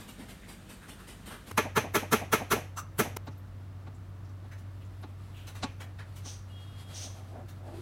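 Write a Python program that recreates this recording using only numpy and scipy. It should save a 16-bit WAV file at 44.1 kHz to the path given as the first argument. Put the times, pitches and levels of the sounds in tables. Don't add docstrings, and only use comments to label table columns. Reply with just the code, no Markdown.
import sys
import numpy as np
from scipy import signal
from scipy.fft import rfft, irfft, next_fast_len
from scipy.io import wavfile

SR = 44100
rng = np.random.default_rng(int(sys.argv[2]) if len(sys.argv) > 2 else 0)


def wrap_up_sound(samples):
    columns = np.atleast_2d(samples).T
    tamed = np.clip(columns, -1, 1)
    steps = np.round(tamed * 32767).astype(np.int16)
    wavfile.write(sys.argv[1], SR, steps)


N = 344489
TIME = np.arange(N) / SR
LEAD, LENGTH = 6000, 32768


def from_db(db):
    return 10 ** (np.asarray(db) / 20)


def rms_one(x):
    return x / np.sqrt(np.mean(x ** 2) + 1e-20)


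def unit_hit(x):
    return x / np.sqrt(np.sum(x ** 2) * 50 / SR + 1e-20)


def at_hz(points, hz):
    known_hz, value = np.transpose(points)
    return np.interp(np.log(np.maximum(hz, 1)), np.log(known_hz), value)


def butterworth(x, order, hz, kind="low"):
    return signal.sosfilt(signal.butter(order, hz, kind, fs=SR, output="sos"), x)


def colour(x, spectrum):
    size = next_fast_len(len(x))
    hz = np.arange(size // 2 + 1) * SR / size
    gain = from_db(at_hz(spectrum, hz)) * np.minimum(hz / spectrum[0][0], 1) ** 2
    return irfft(rfft(x, size) * gain, size)[:len(x)]


def crowded(spectrum, ripple_db, spacing_hz=70):
    hz = np.arange(spectrum[0][0], SR / 2, spacing_hz)
    ripple = np.sqrt(3) * rng.uniform(-0.85, 1, size=1024)[:len(hz)] * np.minimum(hz / 2000, 1)
    return np.column_stack([hz, at_hz(spectrum, hz) + ripple_db * ripple])


def shelves(x, bass_db, treble_db, bass_hz=700, treble_hz=3000):
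    x = x + (from_db(bass_db) - 1) * butterworth(x, 1, bass_hz)
    return x + (from_db(treble_db) - 1) * butterworth(x, 1, treble_hz, "high")


def resonate(x, hz, width_hz):
    radius = np.exp(-np.pi * width_hz / SR)
    feedback = [1, -2 * radius * np.cos(2 * np.pi * hz / SR), radius ** 2]
    return signal.lfilter(np.array([1, 0, -1]) * (1 - radius ** 2) / 2, feedback, x)


def drift(rate):
    count = int(N / SR * rate) + 4
    slow = signal.resample(rng.standard_normal(count), count * 16)
    return np.interp(TIME * rate * 16, np.arange(len(slow)), slow)


def noise(spectrum):
    return rms_one(colour(rng.standard_normal(N), crowded(spectrum, ripple_db=1.5, spacing_hz=30.62)))


def add(out, s, sound):
    start = round(s * SR) - LEAD
    first, last = max(start, 0), min(start + len(sound), N)
    out[first:last] += sound[first - start:last - start]


def contact(swell_ms, fade_ms, grain=0.36, hold_ms=6):
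    ms = (np.arange(LENGTH) - LEAD) * 1000 / SR
    swell = np.cos(np.pi / 2 * np.clip(ms / swell_ms, -1, 0)) ** 2
    fade = np.exp((hold_ms - np.hypot(np.maximum(ms, 0), hold_ms)) / fade_ms)
    grains = rng.standard_normal(LENGTH) * np.exp(grain * rng.standard_normal(LENGTH))
    whitened = irfft(np.exp(1j * np.angle(rfft(grains * swell * fade))))
    return whitened * np.sqrt(np.minimum(2 * swell * fade, 1)) + 1e-18


# frequency in Hz, relative level in dB.
ROOM_SPECTRUM = [(80, 3), (200, -5), (500, -1.5), (1300, -6), (1900, -4), (2450, -1), (3100, -8),
                 (5000, -16), (6150, -7.5), (7200, -17), (9000, -16), (11500, -8.5), (16000, -25)]
# frequency in Hz, time to fall 60 dB in seconds.
ROOM_T60 = [(150, 0.6), (1000, 0.4), (2500, 0.33), (6000, 0.34), (14000, 0.24)]
def room_response(build_s=0.0013):
    t, out = np.arange(LENGTH) / SR, 0
    edges_hz = np.geomspace(60, 18000, 9)
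    for low, high in zip(edges_hz, edges_hz[1:]):
        band = butterworth(rng.standard_normal(LENGTH), 2, [low, high], "band")
        out = out + band * from_db(-60 * t / at_hz(ROOM_T60, np.sqrt(low * high)))
    return colour(out * (1 - np.exp(-t / build_s)), ROOM_SPECTRUM)


# frequency in Hz, relative level in dB.
OFFICE_AIR = [(15, -30), (25, 12), (66, 2), (193, 0), (340, -8.5), (482, -11), (919, -16.5), (1660, -13.5),
              (2060, -20), (3440, -21), (5140, -28), (9300, -26.5), (10400, -33), (12500, -30.5),
              (15500, -39)]
CORNER_AIR = [(25, -26), (50, -5), (75, -10), (125, -5), (200, -16), (310, -17), (420, -25.5), (600, -23.5),
              (950, -28.5), (1200, -25.5), (1600, -32), (3000, -39), (8000, -49.5), (15500, -52)]
# frequency in Hz, level across the room in dB, level in the corner in dB.
MOTOR_HUM = [(47.6, -59, -60.5), (84.2, -72, -82), (95.3, -59.5, -44.5), (104.3, -76, -58),
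             (189.5, -63, -74), (251, -77, -71)]
def air_conditioning(office_db=-51.5, corner_db=-51, corner_from_s=1.515):
    close = np.clip((TIME - corner_from_s) * 200, 0, 1)
    out = (1 - close) * from_db(office_db) * noise(OFFICE_AIR)
    out += close * from_db(corner_db) * noise(CORNER_AIR)
    for hz, far_db, close_db in MOTOR_HUM:
        gain = from_db(far_db + close * (close_db - far_db) + 0.5 * drift(7.6))
        out += np.sqrt(2) * gain * np.sin(2 * np.pi * hz * TIME + 0.16 * drift(4.2))
    return out


# harmonic number, level in dB, start in seconds, loss in dB per second.
HORN_HARMONICS = [(7, -62, 6.48, 25), (8, -58, 6.51, 5), (9, -71, 6.56, -4)]
def car_horn(pitch_hz=410, off_s=6.94, attack_s=0.03, echo_s=0.17, flutter_db=3):
    out = np.zeros(N)
    linger = np.exp(-np.maximum(TIME - off_s, 0) / echo_s)
    for harmonic, db, start_s, loss_db_per_s in HORN_HARMONICS:
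        age_s = np.maximum(TIME - start_s, 0)
        attack = np.minimum(age_s / attack_s, 1)
        gain = from_db(db - loss_db_per_s * age_s + flutter_db * drift(40))
        out += attack * linger * gain * np.sin(2 * np.pi * harmonic * pitch_hz * TIME)
    return out


def tap(force, spectrum, bass_db, treble_db, ring_hz, ring_db, damping=0.3):
    click = shelves(colour(force, crowded(spectrum, ripple_db=6)), bass_db, treble_db)
    width_hz = 2 * damping * ring_hz
    ring = resonate(resonate(force, ring_hz, width_hz), ring_hz, width_hz)
    return unit_hit(unit_hit(click) + from_db(ring_db) * unit_hit(ring))


# frequency in Hz, relative level in dB.
FAR_SPECTRUM = [(80, 2), (220, 12.5), (500, 6), (1500, -3), (2900, -3.5), (4500, -8.5), (6500, -13),
                (9200, -6), (10800, -13.5), (13500, -11.5), (16000, -34)]
# time in seconds, level in dB.
FAR_TAPS = [(0.006, -45.5), (0.09, -44.5), (0.295, -45.5), (0.494, -44), (0.703, -45), (0.894, -44),
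            (1.086, -44), (1.271, -42), (1.479, -45)]
# time in seconds, level in dB, bass in dB, ring in Hz, ring level in dB.
CLATTER = [(0.207, -40.5, 4, 212, -3), (0.441, -54, -2, 1910, 5), (0.84, -50, -16, 1420, 0),
           (1.008, -49.5, -7, 1310, -3), (1.325, -41, -8, 1360, -5)]
def far_taps():
    out = np.zeros(N)
    for s, db in FAR_TAPS:
        force = contact(swell_ms=20, fade_ms=50)
        sound = tap(force, FAR_SPECTRUM, bass_db=-2, treble_db=0.5, ring_hz=210, ring_db=-11.5)
        add(out, s, from_db(db) * sound)
    for s, db, bass_db, ring_hz, ring_db in CLATTER:
        force = contact(swell_ms=38, fade_ms=43)
        sound = tap(force, FAR_SPECTRUM, bass_db, treble_db=-6, ring_hz=ring_hz, ring_db=ring_db)
        add(out, s, from_db(db) * sound)
    return out


# time in seconds, relative level in dB.
RUSTLE_ENVELOPE = [(3.3, -82), (4.28, -86), (4.56, -74), (5.42, -68.5), (5.54, -62), (5.66, -66),
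                   (5.8, -72), (5.96, -73.5), (6.29, -58.5), (6.44, -73), (6.64, -65), (6.99, -59),
                   (7.38, -70.5), (7.48, -72), (7.68, -66.5), (7.81, -60.5)]
# frequency in Hz, relative level in dB.
RUSTLE_SPECTRUM = [(500, 2.5), (2000, -3), (4000, -3), (6200, -11.5), (8000, -9), (12000, -11),
                   (16000, -31)]
def rustle(gain_db=2, crease_db=2.6):
    envelope_db = np.interp(TIME, *np.transpose(RUSTLE_ENVELOPE), left=-120)
    creasing = rms_one(noise(RUSTLE_SPECTRUM) * from_db(crease_db * drift(25)))
    return from_db(gain_db + envelope_db) * creasing


# time in seconds, level in dB, swell in ms, fade in ms.
SLIDES = [(6.28, -40.5, 50, 64), (6.97, -38, 46, 97), (7.037, -40, 40, 36)]
# frequency in Hz, relative level in dB.
SLIDE_SPECTRUM = [(1500, -18), (2500, -13), (3100, -6), (4200, -7), (5100, -6), (6000, 3.5), (6600, -3.5),
                  (7400, -15), (9000, -9.5), (10500, -24), (15500, -28)]
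def slides():
    out = np.zeros(N)
    for s, db, swell_ms, fade_ms in SLIDES:
        add(out, s, from_db(db) * unit_hit(colour(contact(swell_ms, fade_ms), SLIDE_SPECTRUM)))
    return out


def push(s, length_s, rise_db_per_s=154, fall_db_per_s=304):
    before_s, after_s = np.maximum(s - TIME, 0), np.maximum(TIME - s - length_s, 0)
    return from_db(-rise_db_per_s * before_s - fall_db_per_s * after_s)


# start and length in seconds, relative scrape level in dB, groan level in dB.
DRAGS = [(6.9, .33, -58, -71), (7.377, 0.029, -46.5, -61.5), (7.682, 0.073, -49, -51)]
# frequency in Hz, relative level in dB.
DRAG_SPECTRUM = [(150, -25), (250, 4.5), (320, -10), (440, -5), (570, -1), (690, 1), (800, -4.5),
                 (980, -13.5), (1700, -22), (3000, -41), (6000, -66), (15000, -90)]
def dragged_foot(scrape_db=0.5, judder_db=2, groan_hz=350, width_hz=70, lag_s=0.05):
    out = np.zeros(N)
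    friction = rms_one(noise(DRAG_SPECTRUM) * from_db(judder_db * drift(90)))
    groan = rms_one(resonate(resonate(friction, groan_hz, width_hz), groan_hz, width_hz))
    for s, length_s, db, groan_db in DRAGS:
        out += from_db(scrape_db + db) * push(s, length_s) * friction
        out += from_db(groan_db) * push(s + lag_s, length_s) * groan
    return out


def scratches(start_s=2.8, end_s=6.3, softest_db=-72.5, range_db=6, low_hz=5000, high_hz=14000, count=9):
    out = np.zeros(N)
    for when, pitch, strength in rng.uniform(0, 1, (count, 3)):
        hz = low_hz * (high_hz / low_hz) ** pitch
        scratch = unit_hit(resonate(contact(swell_ms=12, fade_ms=20), hz, width_hz=900))
        add(out, start_s + when * (end_s - start_s), from_db(softest_db + range_db * strength) * scratch)
    return out


# frequency in Hz, relative level in dB.
TICK_SPECTRUM = [(200, 3), (900, 3), (1700, -2), (3600, -4.5), (5000, -8.5), (6200, -9.5), (9000, -11),
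                 (15000, -15.5)]
# time in seconds, then level, treble and ring in dB.
TICKS = [(4.523, -51.5, -6, -1), (4.588, -62, 10, -15), (5.479, -47, 1, -21), (5.558, -49.5, -3, -18),
         (5.812, -44.5, -8, -8), (5.995, -46.5, -28, -4), (6.168, -52.5, 12, -19), (7.493, -54.5, 13, -10)]
# time in seconds, level in dB, swell and fade time in ms.
SQUEAKS = [(4.819, -63, 22), (5.386, -51, 74)]
def screwdriver(squeak_hz=2880, high_ring_hz=6100, high_ring_db=6, room_db=-9):
    dry, room = np.zeros(N), room_response()
    for s, db, treble_db, ring_db in TICKS:
        force = contact(swell_ms=15, fade_ms=27.4)
        tick = tap(force, TICK_SPECTRUM, bass_db=-10, treble_db=treble_db, ring_hz=1600, ring_db=ring_db)
        add(dry, s, from_db(db) * tick)
    for s, db, ms in SQUEAKS:
        force = contact(swell_ms=ms, fade_ms=ms)
        squeak = tap(force, TICK_SPECTRUM, bass_db=-9, treble_db=6,
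                     ring_hz=squeak_hz, ring_db=3, damping=0.25)
        add(dry, s, from_db(db) * squeak)
    dry += from_db(high_ring_db) * resonate(dry, high_ring_hz, width_hz=45)
    echo = rms_one(signal.fftconvolve(dry, room)[:N]) * np.std(dry)
    return dry + from_db(room_db) * echo


# frequency in Hz at pitch 1, bandwidth in Hz, relative level in dB.
FRAME_MODES = [(123.4, 30, 0), (225, 34, 5), (315, 30, -4), (393, 45, 7), (444, 37, 4), (614, 36, -1.5),
               (698, 21, -10), (863, 35, 0), (1152, 30, -5), (1304, 23, 1.5), (1356, 67, -1),
               (1464, 25, -8), (1714, 24, -1), (1895, 41, -7.5), (2168, 35, -6), (2450, 47, -6),
               (2530, 14, -9.5), (2960, 110, -12.5), (3230, 19, -12), (5990, 290, -11)]
# frequency in Hz at pitch 1, relative level in dB.
CRACK_SPECTRUM = [(100, -26), (300, 2), (1200, 2.5), (2600, -7), (4000, -6.5), (5000, -10.5), (6300, -5.5),
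                  (8500, -10.5), (11000, -4), (13500, -6), (16000, -10)]
def blow(force, room, pitch, bass_db, treble_db, room_db, crack_db=-5, vary_db=2):
    crack = colour(force, crowded(CRACK_SPECTRUM, ripple_db=5) * [pitch, 1])
    strengths = from_db(rng.normal(0, vary_db, len(FRAME_MODES)))
    slats = sum((-1) ** k * strengths[k] * from_db(db) * resonate(force, pitch * hz, width_hz)
                for k, (hz, width_hz, db) in enumerate(FRAME_MODES))
    direct = unit_hit(unit_hit(slats) + from_db(crack_db) * unit_hit(crack))
    echo = unit_hit(signal.fftconvolve(force, room)[:LENGTH])
    return shelves(direct + from_db(room_db) * echo, bass_db, treble_db)


# time in seconds, level in dB, treble in dB.
BUMPS = [(3.277, -42, -2), (3.875, -48.5, -14), (4.45, -54.5, -16), (5.035, -45, -3), (5.636, -33, 9),
         (6.260, -49, -4)]
def bumps(top_hz=5200, floor_hz=155, floor_db=-5):
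    out, room = np.zeros(N), room_response()
    for s, db, treble_db in BUMPS:
        force = contact(swell_ms=15, fade_ms=7.3, grain=0.69)
        thump = from_db(floor_db) * unit_hit(resonate(force, floor_hz, width_hz=35))
        wood = blow(force, room, pitch=0.65, bass_db=4, treble_db=treble_db, room_db=-16.5)
        add(out, s, from_db(db) * (wood + thump))
    return butterworth(out, 3, top_hz)


# end in seconds, level before gating in dB, treble in dB,
# length in seconds.
SHORT_KNOCKS = [(1.518, -35.5, -8, 0.0076), (3.172, -33.5, 0, 0.0092)]
def short_knocks():
    out, room = np.zeros(N), room_response()
    t = (np.arange(LENGTH) - LEAD) / SR
    for s, db, treble_db, length_s in SHORT_KNOCKS:
        force = contact(swell_ms=11.4, fade_ms=1.5)
        wood = blow(force, room, pitch=0.95, bass_db=6, treble_db=treble_db, room_db=-29)
        gate = (t > -length_s) & (t < 0)
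        add(out, s, from_db(db) * wood * gate)
    return out


# frequency in Hz, bandwidth in Hz, relative level in dB.
HAMMER_MODES = [(1250, 210, 2), (2760, 60, -11), (6050, 160, -5.5), (7470, 370, -15)]
def glancing_tap(s=2.783, level_db=-35, click_db=-7, room_db=-11):
    out, force = np.zeros(N), contact(swell_ms=25, fade_ms=17.6)
    ring = sum(from_db(db) * resonate(force, hz, width_hz) for hz, width_hz, db in HAMMER_MODES)
    click = shelves(colour(force, TICK_SPECTRUM), bass_db=-18, treble_db=26)
    dry = unit_hit(unit_hit(ring) + from_db(click_db) * unit_hit(click))
    echo = unit_hit(signal.fftconvolve(dry, room_response())[:LENGTH])
    add(out, s, from_db(level_db) * (dry + from_db(room_db) * echo))
    return out


# frequency in Hz, relative level in dB.
THUD_SPECTRUM = [(70, -15), (150, 2), (280, 4.5), (350, -5), (430, -4), (750, 3.5), (950, -4), (1300, -20),
                 (4000, -61)]
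def bounces(blows, landing_db=-9, loss_db_per_s=102):
    out = np.zeros(N)
    for s, db, *_, flight_s in blows:
        force = contact(swell_ms=23, fade_ms=12.3, hold_ms=8.6)
        thud = unit_hit(colour(force, crowded(THUD_SPECTRUM, ripple_db=4)))
        add(out, s + flight_s, from_db(db + landing_db - loss_db_per_s * flight_s) * thud)
    return out


# time in seconds, level in dB, bass in dB, treble in dB,
# swell in ms, seconds until the frame lands again.
KNOCKS = [(1.577, -18, -7.5, -10, 3.4, 0.08), (1.773, -19.5, -2, -8.5, 23.3, .08),
          (1.957, -19.5, -4, -4, 22.8, .078), (2.132, -18, -2, -4, 22.5, 0.094),
          (2.336, -18, -4.5, -5.5, 22, .079), (2.521, -20, -3.5, -2.5, 22.3, 0.049),
          (2.998, -22.5, 1, 0.5, 20.7, 0.063)]
def knocks(snap_db=-16, bark_db=-9, high_ring_db=-24, joint_db=-19):
    out, room = np.zeros(N), room_response()
    snap = from_db(snap_db) * signal.unit_impulse(LENGTH, LEAD)
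    for s, db, bass_db, treble_db, swell_ms, _ in KNOCKS:
        force = contact(swell_ms, fade_ms=11.2, grain=0.38) + snap
        end_force = contact(swell_ms / 2, fade_ms=8.1)
        bark = from_db(bark_db) * unit_hit(resonate(end_force, hz=1180, width_hz=420))
        high_ring = from_db(high_ring_db) * unit_hit(resonate(force, hz=6200, width_hz=14))
        joint = from_db(joint_db) * unit_hit(resonate(force, hz=2480, width_hz=22))
        wood = blow(force, room, pitch=1, bass_db=bass_db, treble_db=treble_db, room_db=-9)
        add(out, s, from_db(db) * (wood + bark + high_ring + joint))
    return out


def scene():
    hammering = far_taps() + knocks() + bounces(KNOCKS) + short_knocks() + glancing_tap()
    screwing = bumps() + screwdriver() + scratches()
    handling = slides() + dragged_foot() + rustle()
    return (hammering + screwing + handling + air_conditioning() + car_horn())[None]


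def record(dry, cutoff_hz=15900):
    return signal.sosfilt(signal.ellip(12, .1, 90, cutoff_hz, fs=SR, output="sos"), dry)


dry = scene()
out = record(dry)
wrap_up_sound(out)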